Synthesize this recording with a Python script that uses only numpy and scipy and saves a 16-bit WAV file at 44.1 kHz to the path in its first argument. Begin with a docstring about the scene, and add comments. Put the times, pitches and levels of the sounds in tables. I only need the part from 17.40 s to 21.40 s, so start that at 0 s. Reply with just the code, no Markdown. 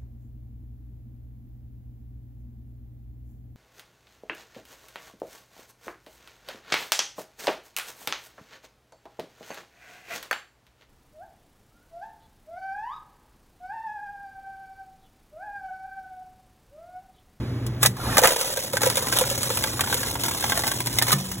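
"""At a shop's drinks fountain, ice drops into a hand-held plastic cup close by.
The lever clacks, ice slides down the chute and pours in a rattling rush of small impacts. Big pieces
knock on the pile and excite the modes of the cup's bottom, which goes dead as it fills. The flap slaps
shut. The machine hums throughout; its steel recess and the shop reflect the ice and the clacks."""
import sys
import numpy as np
from scipy import signal
from scipy.fft import rfft, irfft, next_fast_len
from scipy.io import wavfile
from scipy.ndimage import uniform_filter1d, map_coordinates

SR = 44100
rng = np.random.default_rng(int(sys.argv[2]) if len(sys.argv) > 2 else 0)


def generate_wav(sig):
    """Save sig (samples, or channels by samples) to the path in sys.argv[1] as 16-bit PCM at SR."""
    pcm = np.round(np.clip(np.atleast_2d(sig).T, -1, 1) * 32767).astype(np.int16)
    wavfile.write(sys.argv[1], SR, pcm)


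N = 176400
T = np.arange(N) / SR
FFT_SIZE = next_fast_len(N + SR // 2)
HZ = np.fft.rfftfreq(FFT_SIZE, 1 / SR)
SLIDE_START_S, TOP_HZ = 0.551, 15850

# Spectrum of small ice chips cracking. Each row: frequency in Hz, level in dB.
CRACK_SPECTRUM = [(300, -11.5), (1200, -32), (2400, -3.5), (3700, 2.5), (5000, 0.5), (6500, 0.5), (8500, 3),
                  (11000, 0), (13000, -2), (16000, -4)]
# Spectrum of larger pieces clacking. Each row: frequency in Hz, level in dB.
CLACK_SPECTRUM = [(150, -45), (350, -5), (650, -0.5), (900, 2.5), (1100, -2.5), (1600, 0), (2100, -3.5),
                  (2700, -10), (3600, -5.5), (6000, -16.5)]
# The cup's modes: its loaded bottom, the bottom's lingering ring, its wall.
# Each row: frequency in Hz, level in dB, T60 in seconds.
CUP_MODES = [(520, 4.5, 0.041), (517, -10, 0.11), (946, -7.5, 0.051)]


def amp(db):
    """Decibels to amplitude ratio."""
    return 10 ** (np.asarray(db) / 20)


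def unit(x):
    """Normalisation to an rms of 1."""
    return x / np.sqrt(np.mean(x ** 2) + 1e-20)


def spectrum(points):
    """Gain per frequency, from (Hz, dB) points interpolated on a logarithmic frequency axis."""
    hz, db = np.transpose(points)
    return amp(np.interp(np.log(HZ + 1), np.log(hz + 1), db))


def curves(rows):
    """Linear interpolation in time: one value per sample for each column after the first."""
    times, *columns = np.transpose(rows)
    return [np.interp(T, times, column) for column in columns]


def wobble(knots_per_s):
    """Slow random modulation: a spline through Gaussian values."""
    return map_coordinates(rng.standard_normal(200), [T * knots_per_s], mode="mirror")


def filtered(x, response):
    """Linear filtering: the spectrum of x times a frequency response."""
    return irfft(rfft(x, FFT_SIZE) * response, FFT_SIZE)[..., :N]


def noise(gain):
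    """White noise shaped by a gain per frequency, at an rms of 1."""
    return unit(filtered(rng.standard_normal(N), gain))


def resonance(centre_hz, width_hz):
    """The band-pass response of a damped oscillator."""
    return 1j * HZ * width_hz / (centre_hz ** 2 - HZ ** 2 + 1j * HZ * width_hz)


def add(track, start_s, sound):
    """Superposition of a sound on a track."""
    part = track[max(round(start_s * SR), 0):][:len(sound)]
    part += sound[:len(part)]


def strike(t60, rise_s):
    """The envelope of an impact: a quick rise and an exponential decay of 60 dB in t60 seconds."""
    t = T[:SR // 3]
    return 1000 ** (-t / t60) * (1 - np.exp(-t / rise_s))


def ring(modes, rise_s, detune):
    """Free vibration after a blow: a sum of damped modes, each varied a little in level and pitch."""
    t = T[:SR // 3]
    return sum(amp(db + rng.normal(0, 0.56)) * strike(t60, rise_s)
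               * np.sin(2 * np.pi * hz * (1 + detune * rng.normal()) * t) for hz, db, t60 in modes)


def rattle(times, sizes_db, t60):
    """Incoherent contacts add in power; their envelope is levelled to a steady mean over 50 ms."""
    hits = np.bincount((times * SR).astype(int), amp(sizes_db) ** 2, N)
    power = np.abs(signal.fftconvolve(hits, strike(t60, 0.00035) ** 2)[:N])
    mean_power = np.abs(uniform_filter1d(power, size=2200))
    return np.sqrt(power / (mean_power + 1e-12))


def tinkle(times, sizes_db, centre_hz, spread, t60):
    """Each contact excites one damped mode, its frequency drawn from a log-normal distribution."""
    t = T[:SR // 25]
    hz = np.clip(centre_hz * np.exp(spread * rng.standard_normal((len(times), 1))), 0, TOP_HZ)
    waves = amp(sizes_db)[:, None] * np.sin(2 * np.pi * hz * t) * 1000 ** (-t / t60)
    samples = (times * SR).astype(int)[:, None] + np.arange(len(t))
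    return unit(np.bincount(samples.ravel(), waves.ravel(), N)[:N])


def microphone_pair(x, side):
    """Phase difference places a sound left (side 1) or right (-1); the level balance is alike for both."""
    # For a source on the left. Each row: frequency in Hz, phase lead of the left channel in radians.
    phase_lead = [(150, 0), (850, -.9), (1400, -.8), (2100, .5), (2500, 1.9), (3400, 1.5), (4700, 3.14),
                  (6650, 6.28), (8900, 9.42), (13200, 15.71), (15200, 18.85)]
    # Channel balance. Each row: frequency in Hz, left minus right level in dB.
    balance = [(100, 0), (400, -1), (1200, -1), (1800, -2.8), (2300, -5), (3200, 0)]
    phase = side * np.interp(HZ, *np.transpose(phase_lead))
    share = np.array([[0.5], [-0.5]])
    return filtered(x, np.exp(1j * share * phase) * spectrum(balance) ** share)


def reflections(x, t60, shifts=20):
    """Diffuse reverberation above the bass; cross-faded tails shift its pattern as cup and pile move."""
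    reflected = np.zeros(N)
    step = N // shifts
    for k in range(shifts + 1):
        span = np.arange(max(k - 1, 0) * step, min((k + 1) * step, N))
        tail = strike(t60, 0.0031) * rng.standard_normal(SR // 3)
        fade = np.cos(np.pi / 2 * (span / step - k))
        add(reflected, span[0] / SR, signal.fftconvolve(x[span] * fade, tail / np.linalg.norm(tail)))
    return filtered(reflected, HZ / (HZ + 400))


def machine():
    """Mains and motor hum form a line spectrum over broadband fan noise; a low whir enters at the end."""
    # Level of the hum and rumble as heard, dipping after the loud clacks and the first ice.
    # Each row: time in seconds, hum level in dB, rumble level in dB.
    levels = [(0.04, -27.5, -27.5), (0.48, -26, -29.5), (0.6, -41, -36.5), (0.68, -29, -22.5),
              (0.99, -53, -49), (1.4, -37, -33.5), (2.64, -41, -31), (3.62, -34.5, -31.5), (3.77, -38, -32),
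              (3.84, -43, -38.5), (4.0, -41.5, -33.5)]
    # Tones of the mains and the motor. Each row: frequency in Hz, level in dB.
    hum_lines = [(59, -18.5), (99, -19.5), (120, -2.5)]
    # Spectra of the fans' rumble and hiss. Each row: frequency in Hz, level in dB.
    rumble_spectrum = [(42, -46), (55, 1), (75, -4), (100, 4), (140, 0.5), (175, -6.5), (225, -1.5),
                       (350, -5.5), (600, -17.5), (1500, -24.5), (4000, -32), (16000, -49.5)]
    hiss_spectrum = [(300, -5), (1000, 3.5), (2500, -12), (4500, -5), (7500, -29), (10000, -10.5),
                     (16000, -17)]
    waver_db, whir_hz, whir_start_s = 2.5, 187, 3.75
    hum_db, rumble_db = curves(levels)
    hum = np.zeros(N)
    for hz, db in hum_lines:
        waver = waver_db * wobble(9) * (T > SLIDE_START_S)
        hum += np.sqrt(2) * amp(db + waver) * np.sin(2 * np.pi * (hz * T + rng.random()))
    whir_onset = np.clip((T - whir_start_s) / 0.019, 0, 1)
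    whir = amp(-40.5) * np.sqrt(2) * np.sin(2 * np.pi * whir_hz * T) * whir_onset
    rumble = amp(rumble_db - 4) * noise(spectrum(rumble_spectrum))
    hiss = amp(-52.5) * noise(spectrum(hiss_spectrum))
    return amp(hum_db) * hum + whir + rumble + hiss


def lever_and_flap():
    """Friction scrapes the lever to its stop; impacts excite the modes of lever, flap and housing."""
    # Lever and flap impacts. Each row: start in seconds, treble in dB, body in dB, rise in seconds.
    clacks = [(0.264, -27, -51, 0.0014), (0.429, -7, -10, 0.0033), (0.449, -28, -8, 0.0034),
              (.459, -6, -22, 0.00058), (0.5667, -34.5, -33, 0.00091), (3.718, -9.5, -24, 0.0011),
              (3.726, -11, -14, 0.0017), (3.915, -23, -30.5, 0.00073)]
    # Blows to the housing. Each row: start in seconds, level in dB.
    thuds = [(0.454, -24), (3.726, -17)]
    # Modes of the three struck parts. Each row: frequency in Hz, level in dB, T60 in seconds.
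    lever_modes = [(1170, -4, 0.011), (1985, -21, 0.076), (5160, -18, 0.049), (7330, -11, 0.032),
                   (14600, -4, 0.02)]
    flap_modes = [(1228, 2, 0.031), (1780, -10, 0.097)]
    housing_modes = [(135.6, -0.5, 0.33), (186.4, -5, 0.37), (345, -5.5, 0.11)]
    scrape_peak_s, scrape_db_per_s, flap_shut_s = 0.4305, 1000, 3.727
    sharp_share, settle_s = 0.11, 0.035  # a thud starts sharp and sags to its pitch
    treble, body, rings = np.zeros((3, N))
    scrape = amp(-24.5 - scrape_db_per_s * np.abs(T - scrape_peak_s))
    for start, treble_db, body_db, rise_s in clacks:
        add(treble, start, amp(treble_db) * strike(0.042, rise_s))
        add(body, start, amp(body_db) * strike(0.043, rise_s))
        add(rings, start, amp(treble_db + 1.5) * ring(lever_modes, rise_s, detune=0.0052))
    add(rings, flap_shut_s, amp(-14) * ring(flap_modes, rise_s=0.0009, detune=0))
    for start, db in thuds:
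        thud = ring(housing_modes, rise_s=0.0088, detune=0.008)
        t = T[:len(thud)]
        warped_time = t + sharp_share * settle_s * (1 - np.exp(-t / settle_s))
        add(rings, start, amp(db) * np.interp(warped_time, t, thud))
    treble_noise = (treble + scrape) * noise(spectrum(CRACK_SPECTRUM))
    body_noise = (body + scrape / 2) * noise(spectrum(CLACK_SPECTRUM))
    return treble_noise + body_noise + rings


def chute_slide():
    """Sliding friction and tumbling impacts swell until the ice leaves the chute's mouth."""
    # Spectrum of ice scraping the chute. Each row: frequency in Hz, level in dB.
    friction_spectrum = [(200, 2.5), (700, -1), (1200, 0), (2000, -7), (2700, -8.5), (4000, -5),
                         (7000, -11), (11000, -7.5), (16000, -18)]
    end_s, swell_db_per_s, tumbles = 0.769, 60, 36
    swell_db = -swell_db_per_s * np.abs(T - end_s)
    gate = np.interp(T, [SLIDE_START_S - 0.03, SLIDE_START_S + 0.062, end_s, end_s + 0.026], [0, 1, 1, 0])
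    when, size = rng.random((tumbles, 2)).T
    length_s = end_s - SLIDE_START_S
    bumps = tinkle(SLIDE_START_S + when * length_s, 10 * size, centre_hz=1054, spread=0.28, t60=0.042)
    bumps *= np.sqrt(length_s / T[-1])  # rms near 1 within the slide
    friction = noise(spectrum(friction_spectrum))
    return gate * (amp(-26.5 + swell_db) * friction + amp(-32.5 + swell_db / 2) * bumps)


def ice_pour():
    """Random impacts crack, clatter and drive the cup's modes, which give way to the pile as it fills."""
    # Strength of the pour. Each row: time in seconds, chips' treble in dB, pieces' midrange in dB.
    flow = [(0.75, -70, -55), (0.84, -24.5, -25.5), (0.98, -31.5, -37.5), (1.19, -34, -42),
            (1.44, -35, -40), (1.61, -33.5, -39), (1.96, -32.5, -40.5), (2.56, -33, -41.5),
            (3.19, -33.5, -41.5), (3.43, -35, -45), (3.61, -33.5, -42.5), (3.85, -38.5, -47),
            (4.0, -44, -56)]
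    # Clumps and gaps in the flow. Each row: centre in seconds, gain in dB, half length in seconds.
    clumps = [(1.305, -7.5, 0.032), (1.392, -14, 0.013), (1.44, 5.5, 0.038), (1.543, -2.5, 0.022),
              (1.77, 6, 0.053), (2.397, -5, 0.087), (2.528, 3.5, 0.017), (2.771, -8.5, 0.024),
              (2.873, 3.5, 0.022), (3.444, -8.5, 0.015), (3.5, -4.5, 0.023), (3.606, -13, 0.018),
              (3.693, 9, 0.019)]
    contacts_per_s, size_spread_db = 380, 3.5
    first_landing_s, piled_up_s, deadening_db_per_s = 0.84, 2.7, 2.5
    clumps_db = sum(db * np.exp(-((T - centre) / half_length) ** 2) for centre, db, half_length in clumps)
    treble_db, middle_db = curves(flow) + clumps_db
    when, size, weight = rng.random((3, contacts_per_s * N // SR))
    times = when * T[-1]
    size_db = -size_spread_db * np.log(1 - 0.95 * size)  # many small contacts, few large
    weight_db = size_db + 8 * weight
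    chips = noise(spectrum(CRACK_SPECTRUM)) * rattle(times, size_db, t60=0.045)
    chips += amp(-9) * tinkle(times, size_db, centre_hz=6495, spread=0.45, t60=0.029)
    shaking = rattle(times, weight_db, t60=0.024)
    clatter = noise(spectrum(CLACK_SPECTRUM)) * shaking
    clatter += amp(2) * tinkle(times, weight_db, centre_hz=1236, spread=0.436, t60=0.04)
    response = sum(amp(db) / (1 + 1j * (HZ - hz) * t60 * np.pi / np.log(1000)) for hz, db, t60 in CUP_MODES)
    cup = unit(filtered(shaking * rng.standard_normal(N), response)) * (T > first_landing_s)
    cup *= amp(4.5 - deadening_db_per_s * (T - first_landing_s))
    filled = np.interp(T, [first_landing_s, piled_up_s], [0, 1])
    pile = amp(1) * filled * shaking * noise(resonance(centre_hz=890, width_hz=480) ** 2)
    start = flow[0][0]
    flowing = np.interp(T, [start - 0.02, start], [0, 1])
    return flowing * (amp(treble_db + 2.5) * chips + amp(middle_db - 2.5) * (clatter + cup + pile))


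def big_pieces():
    """Each impact gives a noise burst and rings the piece and the cup's wall; some thump the bottom."""
    # Pieces landing. Each row: start in seconds, pitch in Hz, clack level in dB, crack level in dB.
    knocks = [(0.77, 1215, -12.5, -16), (0.781, 830, -14, -13), (0.79, 865, -16, -19),
              (0.817, 940, -35, -24), (0.836, 910, -12, -15), (0.843, 1205, -10, -26),
              (0.855, 1256, -13.5, -20), (0.873, 1120, -17, -15), (0.962, 880, -27, -25),
              (1.011, 1010, -27.5, -22), (1.172, 1580, -28, -26), (1.333, 916, -24, -25),
              (1.369, 1550, -17.5, -22.5), (1.418, 880, -25, -24.5), (1.433, 1500, -19, -20.5),
              (1.462, 945, -22, -20.5), (1.472, 940, -36, -21.5), (1.5, 930, -23.5, -20),
              (1.556, 940, -53, -23), (1.571, 2350, -25.5, -19.5), (1.577, 1614, -23, -24.5),
              (1.67, 980, -25, -26), (1.725, 1590, -16.5, -23), (1.771, 1240, -26, -22.5),
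              (1.787, 1500, -37, -17.5), (1.811, 890, -20, -22), (1.838, 1480, -23, -32),
              (1.9, 1250, -30, -21.5), (2.031, 1180, -26, -21), (2.102, 905, -20.5, -25.5),
              (2.173, 920, -23, -21), (2.239, 1610, -17, -21), (2.393, 1146, -19, -41),
              (2.408, 1763, -18, -17.5), (2.437, 1490, -23.5, -39), (2.473, 974, -21.5, -32),
              (2.499, 851, -27, -34), (2.526, 1530, -18, -27), (2.543, 990, -31, -19),
              (2.631, 1600, -23.5, -29.5), (2.754, 827, -21.5, -39), (2.836, 970, -25.5, -21.5),
              (2.882, 910, -26, -28), (3.025, 1620, -27, -27), (3.041, 848, -17.5, -28),
              (3.097, 900, -24, -21.5), (3.12, 1562, -16.5, -25), (3.175, 710, -22, -20),
              (3.192, 940, -25, -25), (3.236, 834, -18.5, -28), (3.269, 870, -23.5, -23.5),
              (3.277, 1570, -20.5, -23.5), (3.316, 1630, -21.5, -24.5), (3.404, 985, -23, -25),
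              (3.46, 1060, -33, -26.5), (3.471, 940, -25, -23.5), (3.586, 2050, -18.5, -14),
              (3.615, 1740, -18, -40), (3.623, 1780, -18.5, -15.5), (3.668, 1000, -26, -25),
              (3.706, 1480, -18.5, -31)]
    # Modes of one piece. Each row: multiple of its pitch, level in dB, T60 in seconds.
    piece_modes = [(1.002, -2.5, 0.034), (1.35, -11, 0.025), (2.2, -4, 0.008)]
    # Blows to the cup's bottom, whose pitch shifts with its load.
    # Each row: start in seconds, pitch in Hz, level in dB.
    thumps = [(.784, 556, -10), (.819, 503, -14), (.837, 503, -8.5), (.852, 510, -14), (.876, 502, -15.5),
              (.962, 470, -23), (1.010, 476, -23), (1.097, 500, -24.5), (1.175, 523, -20),
              (1.337, 527, -15), (1.435, 488, -14.5), (1.467, 510, -9), (1.572, 537, -17.5),
              (1.814, 525, -13), (1.911, 525, -22.5), (2.104, 482, -20), (2.546, 481, -22.5),
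              (3.192, 565, -26)]
    ice_rise_s, cup_rise_s = 0.00059, 0.0033
    clack, crack, tones = np.zeros((3, N))
    (_, bottom_db, bottom_t60), lingering, wall = CUP_MODES
    for start, pitch_hz, clack_db, crack_db in knocks:
        add(clack, start, amp(clack_db - 2) * strike(0.052, ice_rise_s))
        add(crack, start, amp(crack_db + 0.5) * strike(0.045, ice_rise_s))
        add(crack, start, amp(crack_db + 6.5) * strike(0.007, 0.0001))  # the opening snap
        modes = [(pitch_hz * multiple, db, t60) for multiple, db, t60 in piece_modes]
        add(tones, start, amp(clack_db + 3.5) * ring(modes, ice_rise_s, detune=0.019))
        add(tones, start, amp(clack_db - 5) * ring([wall], cup_rise_s, detune=0.06))
    for start, pitch_hz, db in thumps:
        modes = [(pitch_hz, bottom_db, bottom_t60), lingering, wall]
        add(tones, start, amp(db + 0.5) * ring(modes, cup_rise_s, detune=0.015))
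    return clack * noise(spectrum(CLACK_SPECTRUM)) + crack * noise(spectrum(CRACK_SPECTRUM)) + tones


def scene():
    """Direct sound from the left adds to reflections from the recess on the right and the shop around."""
    near = chute_slide() + ice_pour() + big_pieces() + lever_and_flap()
    recess = microphone_pair(reflections(near, t60=0.035), side=-1.01)
    shop = sum(microphone_pair(reflections(near, t60=0.19), side) for side in (1, -0.97))
    direct = microphone_pair(near + machine(), side=1)
    return direct + amp(-6.5) * recess + amp(-20) * shop


def record(dry):
    """Hard clipping at full scale, then a sharp low-pass band limit."""
    return filtered(np.clip(dry, -1, 1), HZ < TOP_HZ)


dry = scene()
out = record(dry)
generate_wav(out)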